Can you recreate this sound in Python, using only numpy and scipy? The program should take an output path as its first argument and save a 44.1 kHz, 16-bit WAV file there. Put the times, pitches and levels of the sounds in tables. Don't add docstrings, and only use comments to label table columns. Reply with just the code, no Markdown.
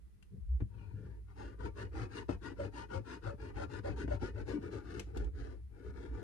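import sys
import numpy as np
from scipy import signal
from scipy.fft import rfft, irfft, next_fast_len
from scipy.io import wavfile
from scipy.ndimage import map_coordinates

SR = 44100
rng = np.random.default_rng(int(sys.argv[2]) if len(sys.argv) > 2 else 0)


def digitize_waveform(pressure):
    field = np.atleast_2d(pressure).T
    bounded = np.clip(field, -1, 1)
    quanta = np.round(bounded * 32767).astype(np.int16)
    wavfile.write(sys.argv[1], SR, quanta)


N = 274743

# start/s, end/s, crest/fraction of stroke, effort/dB, weight/dB (re a normal stroke)
STROKES = [(0.679, 1.036, 0.35, -19.5, -18), (0.883, 1.244, 0.39, -18.5, -14.5),
           (1.263, 1.378, 0.23, -18, -24), (1.341, 1.581, 0.22, -5.5, -3), (1.568, 1.704, 0.61, -2.8, 2),
           (1.74, 1.89, 0.38, 0, 2), (1.902, 2.086, .62, 2, 3), (2.076, 2.248, 0.63, 1, 1),
           (2.276, 2.372, 0.25, 0.7, 1), (2.395, 2.546, 0.49, -1.5, 0.5), (2.548, 2.705, .5, -0.5, 0),
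           (2.706, 2.873, 0.53, 1.5, -.5), (2.878, 3.008, 0.63, 1.2, 1.5), (3.027, 3.201, 0.53, 0, -1),
           (3.206, 3.362, 0.34, -1.5, -1.5), (3.368, 3.541, 0.42, -4.5, -1), (3.524, 3.667, 0.69, 2, 3),
           (3.672, 3.814, 0.61, -0.7, 0), (3.823, 3.961, 0.27, 1.1, 3.5), (3.95, 4.068, 0.39, 1, 2.5),
           (4.066, 4.183, 0.59, 1.3, -1), (4.187, 4.325, 0.43, 2.5, 2), (4.321, 4.443, 0.66, -4, 1),
           (4.443, 4.606, .34, 0, 6), (4.558, 4.711, 0.7, -10.5, -3), (4.692, 4.84, 0.33, -4.5, -3),
           (4.803, 5.044, 0.59, -5, -4.5), (5.061, 5.16, 0.079, -17, -8.5), (5.123, 5.313, 0.25, -10, -4),
           (5.32, 5.618, 0.28, -9, -9), (5.682, 5.925, 0.91, -14.5, -10), (5.895, 6.17, 0.41, -10, -6),
           (6.07, 6.28, 0.65, -11.5, -4)]
# drone/dB, rasp/dB, hiss/dB, table flex/dB
GRIPS = [(-46.5, -52, -62, -43), (-47, -52.5, -60.5, -51.5), (-43, -53, -58.5, -50.5)]
# f/Hz, width/Hz, level/dB
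TABLE_MODES = [(104.3, 12, 5), (192, 14.7, -5), (281.3, 41.6, 2), (360, 80.6, -1), (410.2, 75, -2.5),
               (522, 69, -10.5), (560.3, 21.7, -5.5), (694, 43, -13.5), (821, 81, -11.5), (972, 51, -15.5),
               (1179, 6.7, -8), (1555, 34, -14), (1670, 110, -47), (2316, 110, -14.5)]


def rubbing():
    # f/Hz, width/Hz, level/dB
    push_modes = [(754, 65, -6.5), (950, 37, 2), (1120, 69, -8.5), (1416, 130, -3), (1791, 62, -5),
                  (1974, 160, -13), (2614, 40, -6), (3020, 160, -16)]
    pull_modes = [(835, 150, -9.5), (916, 82, 1.5), (1193, 54, -7.5), (1424, 62, 0), (1715, 115, -3.5),
                  (1910, 36, -4), (2408, 20, -7), (2810, 89, -9)]
    edge_modes = [(782, 39, -9), (879, 200, -13), (1220, 91, -8.5), (1465, 57, 1), (1740, 82, -6.5),
                  (2560, 33, -9), (3030, 47, -22)]
    # f/Hz, level/dB
    drone_eq = [(60, -20.5), (150, -4), (260, -10), (440, -1), (570, -10.5), (750, -13), (1200, -16)]
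    fibre_eq = [(1400, -18), (2100, 4.5), (2300, 3), (2700, -2.5), (3500, -3.5), (5000, -3.5), (6000, -10),
                (7000, -8), (7650, -21), (8300, -10), (10000, -20), (11200, -22.5), (12300, -43),
                (15000, -55)]
    contact_eq = [(300, -19), (700, 7), (2900, 0.5), (4500, -21)]
    drone, hiss, rasp = np.zeros(N), np.zeros(N), np.zeros((3, N))
    for speed, effort_db, weight_db, grip in strokes():
        drone_db, rasp_db, hiss_db = GRIPS[grip][:3]
        drone += amp(drone_db + weight_db) ** 2 * speed ** 2
        rasp[grip] += amp(rasp_db + effort_db) ** 2 * speed ** 3.14
        hiss += amp(hiss_db + 1.17 * effort_db) ** 2 * speed ** 3.88
    friction = catches(rate_hz=2000, spread_db=2.5, sliding=0.89)
    embossing = amp(0.55 * wobble(170) + 1.48 * wobble(35))
    force = unit(friction * embossing)
    paths = [(drone, lambda x: coloured(resonate(x, TABLE_MODES), drone_eq)),
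             (rasp[0], lambda x: tilt(coloured(resonate(x, push_modes), contact_eq))),
             (rasp[1], lambda x: tilt(coloured(resonate(x, pull_modes), contact_eq))),
             (rasp[2], lambda x: coloured(resonate(x, edge_modes), contact_eq)),
             (hiss, lambda x: coloured(x, fibre_eq))]
    white = rng.standard_normal(N)
    return sum(path(np.sqrt(power) * force) / path(white).std() for power, path in paths)


def strokes(edge_s=4.55):
    for i, (start, end, crest, effort_db, weight_db) in enumerate(STROKES):
        yield swing(start, end, crest), effort_db, weight_db, i % 2 if start < edge_s else 2


def catches(rate_hz, spread_db, sliding):
    onsets = rng.random(N) < rate_hz / SR
    slips = onsets * rng.standard_normal(N) * amp(spread_db * rng.standard_normal(N))
    return unit(unit(slips) + sliding * rng.standard_normal(N))


def tilt(x, depth=0.03435, stroke_s=0.16):
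    turns_s, t = np.transpose(STROKES)[1], clock()
    travel = np.interp(t, turns_s, np.arange(len(turns_s)))
    delay_s = depth * stroke_s / np.pi * np.sin(np.pi * travel)
    return map_coordinates(x, [(t - delay_s) * SR])


def judders(jitter=0.025, drift=0.017, spread_db=3, overtone=0.025, lock=1.8, gain_db=1):
    # start/s, end/s, top slip rate/Hz, level/dB
    bursts = [(2.575, 2.681, 583.6, -44), (2.92, 3.019, 532, -45.5), (3.245, 3.358, 572, -47),
              (3.565, 3.675, 560, -50.5), (3.836, 3.906, 568, -42.5), (4.100, 4.155, 573.4, -42),
              (4.218, 4.27, 367.5, -43), (4.356, 4.401, 581, -54), (4.526, 4.605, 307, -37.5)]
    out = np.zeros(N)
    uneven = np.exp(jitter * wobble(220) + drift * wobble(35))
    sizes = amp(spread_db * wobble(240))
    for start, end, top_hz, db in bursts:
        speed = swing(start, end, crest=0.37)
        slip_hz = top_hz * np.minimum(lock * speed ** 1.3, 1) * uneven
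        phase = 2 * np.pi * np.cumsum(slip_hz) / SR
        out += amp(db + gain_db) * speed ** 1.1 * sizes * (np.sin(phase) + overtone * np.sin(2 * phase))
    return coloured(out, [(40, -24), (90, 5), (1200, 4.5), (2500, -38), (6000, -60)])


def squeak(jitter=0.035, ring_db=-5):
    # t/s, f/Hz, level/dB
    contour = [(.71, 3160, -95), (.745, 3095, -83), (0.801, 2874, -75.5), (0.851, 2630, -78),
               (.90, 2440, -80), (.98, 2430, -88), (1.021, 2470, -105)]
    s, hz, db = np.transpose(contour)
    t = clock()
    slip_hz = np.interp(t, s, hz) * np.exp(jitter * wobble(1400))
    tone = np.sin(2 * np.pi * np.cumsum(slip_hz) / SR)
    ring = unit(resonate(rng.standard_normal(N), [(2440, 83, -6), (4250, 150, -19)]))
    level_db = np.interp(t, s, db, left=-200, right=-200) + 2.5 * wobble(120)
    return amp(level_db) * (tone + amp(ring_db) * ring)


def rocking(sway_gain_db=-1, flex_gain_db=4, lag_s=0.029):
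    # t/s, sway/dB, flex/dB
    load = [(0.0, -46.5, -94), (0.33, -77, -77), (0.54, -46, -58.5), (0.88, -54, -51), (1.25, -56, -62.5),
            (1.84, -48.5, -57), (2.65, -54, -69.5), (3.38, -51, -61.5), (3.83, -60, -52),
            (4.02, -45.5, -48.5), (4.87, -47.5, -59), (5.33, -46, -60.5), (5.66, -48, -63.5),
            (6.23, -53, -70)]
    # start/s, end/s, level/dB
    leans = [(0.337, 0.658, -37), (1.036, 1.266, -47.5), (1.378, 1.52, -46), (1.55, 1.73, -40.5),
             (1.895, 2.057, -38.5), (2.28, 2.416, -43), (3.204, 3.477, -45.5), (3.527, 3.67, -41.5),
             (3.83, 4.013, -42), (4.0, 4.315, -37), (5.147, 5.297, -30), (5.287, 5.58, -41.5),
             (5.832, 5.97, -35), (6.072, 6.174, -39.5)]
    s, sway_db, flex_db = np.transpose(load)
    t = clock()
    sway_power = amp(np.interp(t, s, sway_db) + sway_gain_db) ** 2
    sway_power += sum((amp(db) * swing(start, end, crest=0.56)) ** 2 for start, end, db in leans)
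    presses = sum((amp(GRIPS[grip][3] + 0.51 * weight_db) * speed) ** 2
                  for speed, _, weight_db, grip in strokes())
    flex_power = amp(np.interp(t, s, flex_db) + flex_gain_db) ** 2 + np.interp(t - lag_s, t, presses)
    return np.sqrt([sway_power, flex_power])


def table_sway(envelopes, sway_hz=59, flex_hz=99):
    t = clock()
    sway = np.sin(2 * np.pi * sway_hz * t + 1.48 * wobble(16)) * amp(5.3 * wobble(40))
    flex = np.sin(2 * np.pi * flex_hz * t + 1.42 * wobble(26)) * amp(4.2 * wobble(35))
    return envelopes[0] * unit(sway) + envelopes[1] * unit(flex)


def knocks(push_gain_db=47, scuff_gain_db=14.5, scuff_t60_s=0.062):
    # t/s, level/dB, contact cut-off/Hz, scuff/dB
    blows = [(0.604, -40.5, 380, -60), (0.617, -18.5, 100, -67.5), (0.936, -24, 70, -95),
             (2.292, -28.5, 825, -45.5), (2.302, -41, 300, -56), (2.649, -29, 85, -83),
             (3.895, -34, 170, -80), (4.041, -31.5, 248, -73), (4.079, -39.5, 1010, -56),
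             (4.139, -26, 130, -78), (4.226, -34, 790, -61), (5.163, -41.5, 900, -68)]
    # f/Hz, level/dB
    scuff_eq = [(150, -8), (400, 17), (1000, 2), (2000, -4.5), (4000, -21.5), (6000, -29), (12000, -43)]
    force, scuffs, t = np.zeros(N), np.zeros(N), np.arange(SR // 6) / SR
    for s, db, cutoff_hz, scuff_db in blows:
        push = t ** 2 * np.exp(-3 * np.pi * cutoff_hz * t)
        force[round(s * SR):][:len(t)] += amp(db + push_gain_db) * push / push.sum()
        decay = amp(scuff_db + scuff_gain_db - 60 * t / scuff_t60_s)
        scuffs[round(s * SR):][:len(t)] += decay * rng.standard_normal(len(t))
    return resonate(force, TABLE_MODES) + coloured(scuffs, scuff_eq)


def ticks(gain_db=3, snap_t60_s=0.02, tail_db=-19, tail_t60_s=0.19):
    # t/s, level/dB
    events = [(0.226, -57), (4.078, -66), (4.996, -36.5), (5.172, -42.5), (5.245, -58)]
    # f/Hz, level/dB
    plastic_eq = [(300, -38), (900, 0), (1700, 2), (3000, -0.5), (5000, -6.5), (8500, -8.5), (11000, -14.5),
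                  (15000, -32)]
    snaps, t = np.zeros(N), np.arange(SR // 8) / SR
    decay = amp(-60 * t / snap_t60_s) + amp(tail_db - 60 * t / tail_t60_s)
    for s, db in events:
        snaps[round(s * SR):][:len(t)] += amp(db + gain_db) * decay * rng.standard_normal(len(t))
    return coloured(snaps, plastic_eq)


def hand_slides():
    # start/s, end/s, level/dB
    slides = [(0.097, 0.323, -70), (0.3, 0.41, -51), (0.705, 0.926, -55.5), (0.9, 1.153, -49.5)]
    # f/Hz, level/dB
    skin_eq = [(60, -6), (110, 2.5), (200, 4.5), (280, -18), (420, -6.5), (600, -18), (1200, -52)]
    envelope = sum(amp(db) * swing(start, end, crest=0.49) for start, end, db in slides)
    return envelope * unit(coloured(resonate(rng.standard_normal(N), TABLE_MODES), skin_eq))


def microphones(x, lead_s=0.000684):
    # f/Hz, left minus right/dB
    balance = [(60, -2.5), (110, 10.5), (190, -10.5), (300, 11.5), (560, -2), (900, 10.5), (1260, 7.5),
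               (2320, 5.5), (4280, 30), (7000, 17.5), (9000, 47), (14000, -12)]

    def response(hz):
        ratio = amp(along(balance, hz))
        airborne = along([(340, 0.12), (540, 0.99)], hz)
        lead = np.exp(1j * np.pi * hz * airborne * lead_s)
        return np.array([ratio * lead, 1 / lead]) * np.sqrt(2 / (1 + ratio ** 2))
    return filtered(x, response)


def scatter(x, level_db=-6.5, t60_s=0.039, frame=8192):
    t, hop = np.arange(SR // 20) / SR, frame // 2
    padded = np.pad(coloured(x, [(100, -17), (350, -7.5), (600, 4.5)]), (hop, 2 * frame))
    out, fade = np.zeros((2, len(padded))), np.sqrt(np.hanning(frame))
    for start in range(0, N + hop - len(t), hop):
        echoes = rng.standard_normal((2, len(t))) * amp(-60 * t / t60_s)
        echoes /= np.linalg.norm(echoes, axis=1, keepdims=True)
        piece = signal.fftconvolve((fade * padded[start:start + frame])[None], echoes, axes=1)
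        out[:, start:start + piece.shape[1]] += piece
    return amp(level_db) * out[:, hop:hop + N] * amp([[2], [-2]])


def room(x, level_db=-14, delay_samples=200):
    # f/Hz, t60/s
    decay_times = [(100, 0.16), (500, 0.19), (2000, 0.18), (6000, 0.25), (14000, 0.018)]
    hz, t, noise = signal.stft(rng.standard_normal((2, SR // 2)), SR, nperseg=256)
    tail = signal.istft(noise * amp(-60 * t / along(decay_times, hz)[:, None]), SR, nperseg=256)[1]
    tail /= np.linalg.norm(tail[0])
    return amp(level_db) * signal.fftconvolve(np.pad(x, (delay_samples, 0))[None], tail, axes=1)[:, :N]


def background(air_db=-59):
    # f/Hz, level/dB
    air_eq = [(20, -29), (45, -10.5), (60, -2), (100, -22), (150, -26.5), (190, -15.5), (250, -39),
              (330, -31), (600, -47.5), (1500, -47), (3000, -52.5), (7500, -57.5), (10000, -53.5),
              (15000, -64)]
    # f/Hz, level/dB
    tones = [(1985, -98.5), (9359, -100)]
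    mid, side = coloured(rng.standard_normal((2, N)), air_eq)
    side = coloured(side, [(80, 0.5), (400, 3.5), (1500, 0)])
    whine = sum(amp(db) * unit(np.sin(2 * np.pi * hz * clock() + 0.31 * wobble(25))) for hz, db in tones)
    return amp(air_db) * unit(np.array([mid + side, mid - side])) + whine


def amp(db):
    return 10 ** (np.asarray(db) / 20)


def unit(x):
    return x / np.sqrt(np.mean(x ** 2) + 1e-20)


def clock():
    return np.arange(N) / SR


def along(points, hz):
    f, values = np.transpose(points)
    return np.interp(np.log(hz + 1), np.log(f), values)


def wobble(rate_hz):
    t, knots = clock(), rng.standard_normal(16384)
    return np.interp(t, t[::8], map_coordinates(knots, [t[::8] * rate_hz], mode="wrap"))


def swing(start_s, end_s, crest):
    arch, t = np.zeros(N), clock()
    moving = (t > start_s) & (t < end_s)
    peak_s = start_s + np.clip(crest, 0.05, 0.95) * (end_s - start_s)
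    arch[moving] = np.abs(np.sin(np.pi * np.interp(t[moving], [start_s, peak_s, end_s], [0, 0.5, 1])))
    return arch


def filtered(x, response):
    size = next_fast_len(N + SR // 2)
    return irfft(rfft(x, size) * response(np.fft.rfftfreq(size, 1 / SR)), size)[..., :N]


def coloured(x, spectrum):
    return filtered(x, lambda hz: amp(along(spectrum, hz)))


def resonate(x, modes):
    return filtered(x, lambda f: sum((-1) ** k * amp(db) * 1j * f * bw / (f0 * f0 - f * f + 1j * f * bw)
                                     for k, (f0, bw, db) in enumerate(modes)))


def scene(twist_db=-10):
    envelopes = rocking()
    work = rubbing() + judders() + squeak() + knocks() + ticks() + hand_slides()
    low_cut = [(36, -29), (46, -8), (54, -1)]
    heave, twist = coloured(np.array([table_sway(envelopes), table_sway(envelopes)]), low_cut)
    twist = amp(twist_db) * twist * np.array([[1], [-1]])
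    return microphones(work + heave) + twist + scatter(work) + room(work) + background()


def record(dry, top_hz=15000):
    return filtered(dry, lambda hz: hz < top_hz)


dry = scene()
out = record(dry)
digitize_waveform(out)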